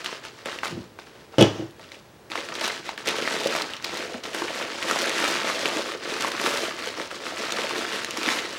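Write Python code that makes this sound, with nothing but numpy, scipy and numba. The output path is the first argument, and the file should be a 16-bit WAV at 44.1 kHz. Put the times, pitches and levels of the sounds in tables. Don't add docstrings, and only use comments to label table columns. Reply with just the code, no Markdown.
import sys
import numpy as np
from scipy import signal
from scipy.fft import rfft, irfft, next_fast_len
from scipy.io import wavfile
from scipy.ndimage import uniform_filter1d
from numba import njit

SR = 44100
rng = np.random.default_rng(int(sys.argv[2]) if len(sys.argv) > 2 else 0)


def persist_wave(psi):
    counts = np.round(np.clip(psi, -1, 1) * 32767).astype(np.int16)
    wavfile.write(sys.argv[1], SR, np.atleast_2d(counts).T)


N = 378378

# (loudest at [s], relative crackle level [dB],
# time to swell 10 dB [s], time to fade 10 dB [s], big panels minus crackle [dB])
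STROKES = [(0.0, -37.5, 0.02, 0.04, -6.0), (0.051, -34.0, 0.014, 0.093, -9.0),
           (0.139, -37.0, 0.057, 0.06, -7.0), (0.248, -39.0, 0.019, 0.076, -5.5),
           (0.4, -46.0, 0.062, 0.09, -5.0), (0.46, -35.0, 0.008, 0.075, -5.0),
           (0.53, -37.0, 0.048, 0.104, -6.5), (0.642, -31, 0.008, 0.08, -8),
           (0.818, -48.0, 0.107, 0.062, -4.0), (0.99, -45.5, 0.004, 0.051, -4.5),
           (1.067, -50.0, 0.017, 0.095, -5.0), (1.191, -50.0, 0.076, 0.081, -3.5),
           (1.337, -49.0, 0.026, 0.12, -1.5), (1.84, -48, 0.07, 0.082, -4.0),
           (1.918, -46, 0.006, 0.09, -4.5), (2.312, -36, 0.008, 0.06, -4.5), (2.36, -33, 0.03, 0.09, -5),
           (2.481, -38.0, 0.085, 0.063, -4.0), (2.562, -35.5, 0.05, 0.062, -5.5),
           (2.649, -27.0, 0.063, 0.08, -9.5), (2.772, -36.0, 0.067, 0.054, -5.5),
           (2.859, -35.5, 0.014, 0.08, -7.0), (2.98, -37.5, 0.006, 0.06, -7.5),
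           (3.084, -26.0, 0.025, 0.065, -5.0), (3.173, -31.5, 0.054, 0.12, -4.0),
           (3.321, -28.0, 0.126, 0.133, -5.0), (3.455, -31.5, 0.099, 0.109, -1.0),
           (3.556, -28.5, 0.129, 0.111, -5.0), (3.705, -38.0, 0.089, 0.12, -6.0),
           (3.848, -34.0, 0.021, 0.127, -5.5), (3.981, -32.0, 0.11, 0.144, -3.5),
           (4.147, -38.5, 0.107, 0.05, 1.5), (4.243, -32.5, 0.009, 0.091, -4.0),
           (4.35, -31.5, 0.023, 0.223, -3.0), (4.599, -31.5, 0.177, 0.228, -5.5),
           (4.918, -27.0, 0.15, 0.073, -5.5), (4.995, -26.5, 0.074, 0.195, -5.5),
           (5.273, -23.5, 0.169, 0.177, -6.5), (5.517, -27.0, 0.134, 0.128, -5.5),
           (5.654, -28.0, 0.101, 0.105, -5.0), (5.771, -28.0, 0.082, 0.064, -5.0),
           (5.856, -33.5, 0.023, 0.093, -4.0), (5.92, -34.0, 0.058, 0.065, -3.5),
           (6.065, -34.5, 0.066, 0.055, -4.5), (6.13, -30.5, 0.073, 0.083, -6.0),
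           (6.228, -27.5, 0.08, 0.157, -7.0), (6.473, -25.0, 0.113, 0.185, -7.0),
           (6.663, -31.5, 0.141, 0.078, -6.0), (6.806, -34.0, 0.067, 0.078, -5.0),
           (6.877, -32.0, 0.078, 0.071, -6.0), (7.006, -32.5, 0.067, 0.073, -5.5),
           (7.113, -35.5, 0.014, 0.1, -5.0), (7.277, -34.0, 0.105, 0.109, -5.5),
           (7.439, -29.5, 0.105, 0.13, -6.0), (7.596, -29.0, 0.127, 0.153, -6.5),
           (7.781, -29.0, 0.132, 0.124, -4.5), (7.936, -30.0, 0.095, 0.157, -5.0),
           (8.18, -33, 0.16, 0.1, -6.5), (8.29, -25.5, 0.1, 0.13, -7.0), (8.399, -33.5, 0.086, 0.135, -7.5),
           (8.576, -33.0, 0.115, 0.1, -6.5)]
# (relative crackle level [dB], big panels minus crackle [dB])
REST = (-62.5, 3.7)
# (time [s], level [dB])
TREBLE = [(0, 0), (.9, 6), (2.1, 4), (2.6, 2), (3.1, 0), (3.6, 3), (4.3, 3), (4.6, 3), (4.77, -4), (4.9, 3),
          (5.3, 0.5), (5.9, 1), (6.55, 5), (7.2, 2), (8.58, 3)]
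FINE_DB = 4.4
FINE_PER_DB = 0.4


def rustle():
    t = np.arange(0, N / SR + .001, .001)
    clock = np.arange(N) / SR
    moves = [(REST[0] + 0 * t, REST[1])]
    moves += [(swell(t, *row[:4]), row[4]) for row in STROKES]
    mid_power = sum(undb(db) ** 2 for db, _ in moves)
    panel_power = sum(undb(db + panel_db) ** 2 for db, panel_db in moves)
    fine_power = sum(undb(db + FINE_DB + FINE_PER_DB * db) ** 2 for db, _ in moves)
    mid_gain, panel_gain, fine_gain = (
        np.interp(clock, t, np.sqrt(power)) for power in (mid_power, panel_power, fine_power))
    fine_gain = fine_gain * undb(np.interp(clock, *np.transpose(TREBLE)))

    slide = noise(PAPER) * undb(1.75 * walk(60))
    panels = crackle(count=1800, spread_db=3.2, cycles=12, lo_hz=180, hi_hz=900)
    panels += level(band(slide, 180, 900), -1)
    creases = crackle(count=11000, spread_db=3.9, cycles=11, lo_hz=800, hi_hz=15000)
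    creases += level(band(slide, 800, 16000), -2.2)
    fine = high_pass(creases, 5500)
    mix = undb(-1.35) * panel_gain * panels
    mix += undb(-2.5) * mid_gain * (creases - fine) + fine_gain * fine
    return np.interp(clock, t, hush(t)) * mix


# (frequency [Hz], level per Hz [dB])
PAPER = [(150, -30), (224, -21), (365, 0.5), (595, 5.5), (784, 1), (1650, -4), (5770, -11.5),
         (10500, -20.5), (16000, -32)]


def crackle(count, spread_db, cycles, lo_hz, hi_hz):
    when, luck, side, pitch = rng.random((4, count, 1))
    detune, late = rng.random((2, count, 4))
    hz = lo_hz * (hi_hz / lo_hz) ** (0.548 * pitch + 0.4496 * detune)
    size_db = -spread_db * np.log(1 - .99 * luck) + shape(PAPER, hz)
    size = undb(size_db) * hz ** 0.57 * np.sign(side - .5)
    s = when * (N / SR - .01) + .0015 * late ** 2
    t60 = cycles * (.5 + late) / hz + 0.00073
    return level(ring(s, hz, t60, size), 0)


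# (time [s], relative level [dB], facet pitch [Hz],
# bright edge relative to that level [dB])
SNAPS = [(0.045, -14, 3020, -14), (0.0605, -10.5, 3000, -20), (0.127, -22, 1220, -29),
         (0.251, -20.5, 1480, -13), (0.458, -14, 1560, -12), (0.521, -17, 2900, -33),
         (0.588, -18, 2380, -22), (0.633, -10.5, 1120, -25), (0.648, -11.5, 3460, -13),
         (0.656, -11.5, 1380, -23), (0.9887, -24, 1400, -21), (1.0694, -33, 1350, -17),
         (1.341, -26.5, 940, -30), (1.709, -39, 4370, -4), (1.795, -27.5, 880, -17),
         (1.844, -29, 1520, -28), (1.9182, -22.5, 2280, -18), (1.945, -27, 2760, -22),
         (2.3014, -22.5, 2590, -23), (2.318, -13, 2430, -20), (2.355, -12, 1110, -32),
         (2.488, -17.5, 2400, -27), (2.553, -11, 3800, -22), (2.611, -12, 3500, -14),
         (2.615, -16, 1300, -13), (2.678, -14, 1420, -6), (2.8914, -11.5, 2100, -31),
         (2.9775, -12, 2240, -30), (3.059, -18.5, 1910, -10), (3.0729, -8.5, 2500, -15),
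         (3.0877, -16, 2050, -1), (3.165, -24, 1180, -2), (3.254, -14, 1620, -18), (3.276, -10, 2000, -30),
         (3.435, -14, 3530, -17), (3.472, -10.5, 4600, -7), (3.538, -15, 3370, -28),
         (3.551, -11, 1950, -24), (3.563, -15.5, 1310, -4), (3.62, -7.5, 4960, -12),
         (3.7359, -12, 3460, -25), (3.767, -20, 3800, -18), (3.825, -26, 5000, -6), (3.8442, -5, 3800, -36),
         (3.972, -15, 4130, -11), (4.239, -13, 3400, -19), (4.2548, -18, 1880, -24),
         (4.347, -17.5, 1370, -5), (4.4203, -15, 1080, -18), (4.827, -10, 3030, -25),
         (4.8835, -9.5, 1290, -24.5), (4.9113, -7.5, 1250, -8.5), (4.9595, -12, 1000, -18),
         (5.018, -9, 4000, -9), (5.057, -15, 1820, -14), (5.095, -12, 2290, -8), (5.25, -9, 1740, -23),
         (5.431, -19, 2330, -28), (5.479, -14, 1170, -29), (5.4993, -8, 1120, -33.5),
         (5.657, -5, 2580, -25), (5.686, -19, 1680, -6), (5.859, -19, 1240, -21.5),
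         (5.9195, -13.5, 1900, -26), (6.2224, -13, 1680, -5), (6.2828, -16.5, 1480, -6),
         (6.3184, -15, 1820, -10), (6.4136, -16.5, 875, -6), (6.4621, -8, 1380, -25), (6.573, -20, 1500, 1),
         (6.8728, -13.5, 2940, -18), (7.113, -19.5, 1440, -24.5), (7.522, -10.5, 3100, -7),
         (7.586, -19, 1100, -25), (7.693, -12.5, 2760, -30), (7.769, -19, 1160, -30),
         (7.9182, -16.5, 1490, -17), (8.0465, -11, 3040, -10), (8.108, -11.5, 2830, -8),
         (8.1727, -14, 1710, -5), (8.2315, -10.5, 2300, -14), (8.2612, -8, 2800, -24),
         (8.2881, -7, 1820, -25), (8.36, -19, 5500, -7), (8.3926, -12, 3100, -23), (8.4482, -21, 2500, -25)]


def snaps():
    s, db, hz, edge_db = np.transpose(SNAPS)
    facet = ring(s, hz, 9 / hz, undb(db - 4.0))
    edge = bursts(s, undb(db + edge_db - 2.5), 0.01) * level(band(noise(PAPER), 3300, 15000), 0)

    delay, detune, size = rng.standard_normal((3, len(s), 16))
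    late = .002 * delay ** 2
    near_hz = hz[:, None] * 2 ** (0.47 + 0.594 * detune)
    near_db = db[:, None] - 12 - 1000 * late
    near_db -= 9 * np.log2(np.maximum(near_hz / 4500, 1))
    near = ring(s[:, None] + late, near_hz, 11 / near_hz, undb(near_db) * size)
    return facet + edge + near


HUSH_DB, HUSH_S = -0.5, 0.012


def hush(t):
    ahead = np.array(SNAPS)[:, :1] - t
    tension = np.exp(-np.maximum(ahead, 0) / HUSH_S) * (ahead > 0)
    return undb(HUSH_DB * np.sum(tension, axis=0))


# (start of the give [s], relative level [dB], pitch [Hz])
POPS = [(0.456, -19, 553), (2.298, -30, 342), (3.072, -19.5, 480), (3.221, -15, 500), (3.456, -5.5, 567),
        (3.547, -12, 664), (3.998, -24, 560), (4.033, -22.5, 454), (4.142, -20, 243), (4.415, -17.5, 350),
        (4.907, -17, 420), (4.957, -13, 600), (5.441, -16, 610), (5.628, -15.5, 580), (5.76, -17, 305),
        (6.44, -16, 364), (6.87, -20, 500), (7.587, -16, 510), (8.178, -19.5, 322), (8.271, -16, 290)]


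def pops():
    s, db, hz = np.transpose(POPS)
    low = ring(s + 0.0032, hz, 14 / hz, undb(db - 3.0))
    overtone = ring(s + 0.00285, 1.48 * hz, 8 / hz, undb(db - 9.5))
    return low + overtone


# (time [s], relative level [dB], hardness [dB])
BLOWS = [(1.3832, -8, -6), (1.3906, -10.5, -6), (1.4102, -4, -2), (1.415, -13, 1), (1.4248, -10.5, 7),
         (1.4455, -14, -10), (1.595, -25, -16), (1.624, -27, -29)]
# (frequency [Hz], level [dB], time to fall 60 dB [s])
BOX = [(107, -20, 0.42), (136, -17.5, 0.25), (183.5, -11.5, 0.14), (220, -12.5, 0.15), (291, -8.5, 0.091),
       (329.5, -0.5, 0.081), (402, -3.5, 0.068), (517, -7.5, 0.066), (657, -8.5, 0.069), (821, -9.5, 0.038),
       (1380, -20, 0.035), (1720, -19, 0.029), (2620, -10, 0.019), (2984, -6, 0.03), (3320, -8.5, 0.033),
       (5630, -18, 0.012)]
# (frequency [Hz], level [dB], time to fall 60 dB [s])
THUD = [(150, -9, 0.042), (426, 7, .012)]
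CRACK_DB, CRACK_T60_S = -11, 0.011


def blows():
    s, db, hard_db = (column[:, None] for column in np.transpose(BLOWS))
    hz, mode_db, t60 = np.transpose(BOX)
    alternate = -(-1) ** np.arange(len(hz))
    side = np.where(hz > 1000, rng.choice([-1, 1], (len(s), len(hz))), alternate)
    upper = np.clip(np.log2(hz / 420), 0, 1)
    modes = ring(s, hz, t60, side * undb(db + mode_db + hard_db * upper))

    thud_hz, thud_db, thud_t60 = np.transpose(THUD)
    thud = ring(s, thud_hz, thud_t60, undb(db + thud_db))
    crack = bursts(s[:, 0], undb(db + hard_db + CRACK_DB)[:, 0], CRACK_T60_S)
    return modes + thud + crack * level(band(noise(PAPER), 2500, 12000), 0)


# (loudest at [s], relative level [dB],
# time to swell 10 dB [s], time to fade 10 dB [s])
RATTLE = [(1.41, -24, .06, .055), (1.58, -41, 1, .09)]
# (frequency [Hz], level per Hz [dB])
RATTLE_COLOUR = [(200, 6), (1200, 0.5), (2200, -4), (3100, -3.5), (4100, -9), (5600, -6),
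                 (9000, -23.5), (16000, -37)]
SHIFT = 0.028


def rattle():
    first = BLOWS[0][0]
    hz, mode_db, t60 = np.transpose(BOX)
    knocks = first + rng.uniform(0, .34, (90, 1))
    knock_db = np.maximum(*(swell(knocks, *row) for row in RATTLE)) + 2.0 + mode_db
    knock_db = knock_db - 1.3 * (hz < 250) - 4 * (hz > 1000)
    detune, weight = rng.standard_normal((2, len(knocks), len(hz)))
    tumble = ring(knocks, hz * (1 + SHIFT * detune), t60, undb(knock_db) * weight)

    t = np.arange(N) / SR
    hiss_gain = sum(undb(swell(t, *row)) for row in RATTLE) * (t > first)
    return tumble + hiss_gain * noise(RATTLE_COLOUR)


# (loudest at [s], relative level [dB],
# time to swell 10 dB [s], time to fade 10 dB [s])
SCRAPE = [(.714, -36, .008, .08), (.79, -37, .08, .055)]


def scrape():
    t = np.arange(N) / SR
    kicks = rng.standard_normal(N) * (rng.random(N) < 3000 / SR)
    return sum(undb(swell(t, *row)) for row in SCRAPE) * level(band(kicks, 83, 290), 0)


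def box():
    return high_pass(blows() + rattle() + scrape(), 80)


def walls(x, t60=.25, wet_db=-13):
    t = np.arange(int(.5 * SR)) / SR
    tail = band(rng.standard_normal(len(t)), 46, 6000) * np.exp(-np.log(1000) * t / t60) * (t > .004)
    tail /= np.sqrt(np.sum(tail ** 2))
    return x + undb(wet_db) * signal.fftconvolve(x, tail)[:N]


# (frequency [Hz], level per Hz [dB])
ROOM = [(25, -4), (112, -4.5), (265, -8), (366, -4), (644, -14), (798, -11.5), (2600, -22), (13700, -35),
        (15300, -51)]


def room_tone():
    return level(noise(ROOM), -51)


# (frequency [Hz], rms level ahead of the microphone chain [dB])
WHISTLE = [(15734, -74)]


def whistle():
    t = np.arange(N) / SR
    return sum(undb(db) * np.sqrt(2) * np.sin(2 * np.pi * hz * t) for hz, db in WHISTLE)


def undb(db):
    return 10 ** (np.asarray(db) / 20)


def level(x, db):
    return x * undb(db) / np.sqrt(np.mean(x ** 2))


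def shape(table, hz):
    f, db = np.transpose(table)
    return np.interp(np.log(np.maximum(hz, 1)), np.log(f), db)


def noise(table):
    size = next_fast_len(N)
    gain = undb(shape(table, np.arange(size // 2 + 1) * SR / size))
    return level(irfft(rfft(rng.standard_normal(size)) * gain, size)[:N], 0)


def band(x, lo_hz, hi_hz):
    return signal.sosfilt(signal.butter(2, [lo_hz, hi_hz], "bandpass", fs=SR, output="sos"), x)


def high_pass(x, hz, order=2):
    return signal.sosfilt(signal.butter(order, hz, "highpass", fs=SR, output="sos"), x)


@njit
def rings(length, start, hz, t60, size, sr):
    out = np.zeros(length)
    for k in range(len(start)):
        turn = np.exp(2j * np.pi * hz[k] / sr - np.log(1000) / (t60[k] * sr))
        z = size[k] + 0j
        for i in range(start[k], min(length, start[k] + int(t60[k] * sr))):
            out[i] += z.imag
            z *= turn
    return out


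def ring(s, hz, t60, size):
    s, hz, t60, size = (1. * a.ravel() for a in np.broadcast_arrays(s, hz, t60, size))
    return rings(N, (s * SR).astype(np.int64), np.clip(hz, 20, .45 * SR), t60, size, 1. * SR)


def bursts(s, size, t60):
    kicks = np.zeros(N)
    np.add.at(kicks, (np.asarray(s) * SR).astype(int), size)
    return signal.lfilter([1], [1, -np.exp(-np.log(1000) / (t60 * SR))], kicks)


def walk(rate):
    k = int(SR / rate)
    held = np.repeat(rng.standard_normal(N // k + 1), k)
    return 1.4 * uniform_filter1d(held, k)[:N]


ROUNDING = 1.5


def swell(t, peak_s, db, rise_s, fall_s):
    before = (peak_s - t) / max(rise_s, .001)
    after = (t - peak_s) / max(fall_s, .001)
    return db - 10 * np.maximum(before, after) ** ROUNDING


def scene():
    sheets = high_pass(rustle() + snaps() + pops(), 200, order=4)
    return (walls(sheets + box()) + room_tone() + whistle())[None]


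def record(dry):
    x = high_pass(np.tanh(0.81 * dry) / 0.79, 75, order=3)
    return signal.sosfilt(signal.ellip(10, .2, 80, 16050, fs=SR, output="sos"), x)


dry = scene()
out = record(dry)
persist_wave(out)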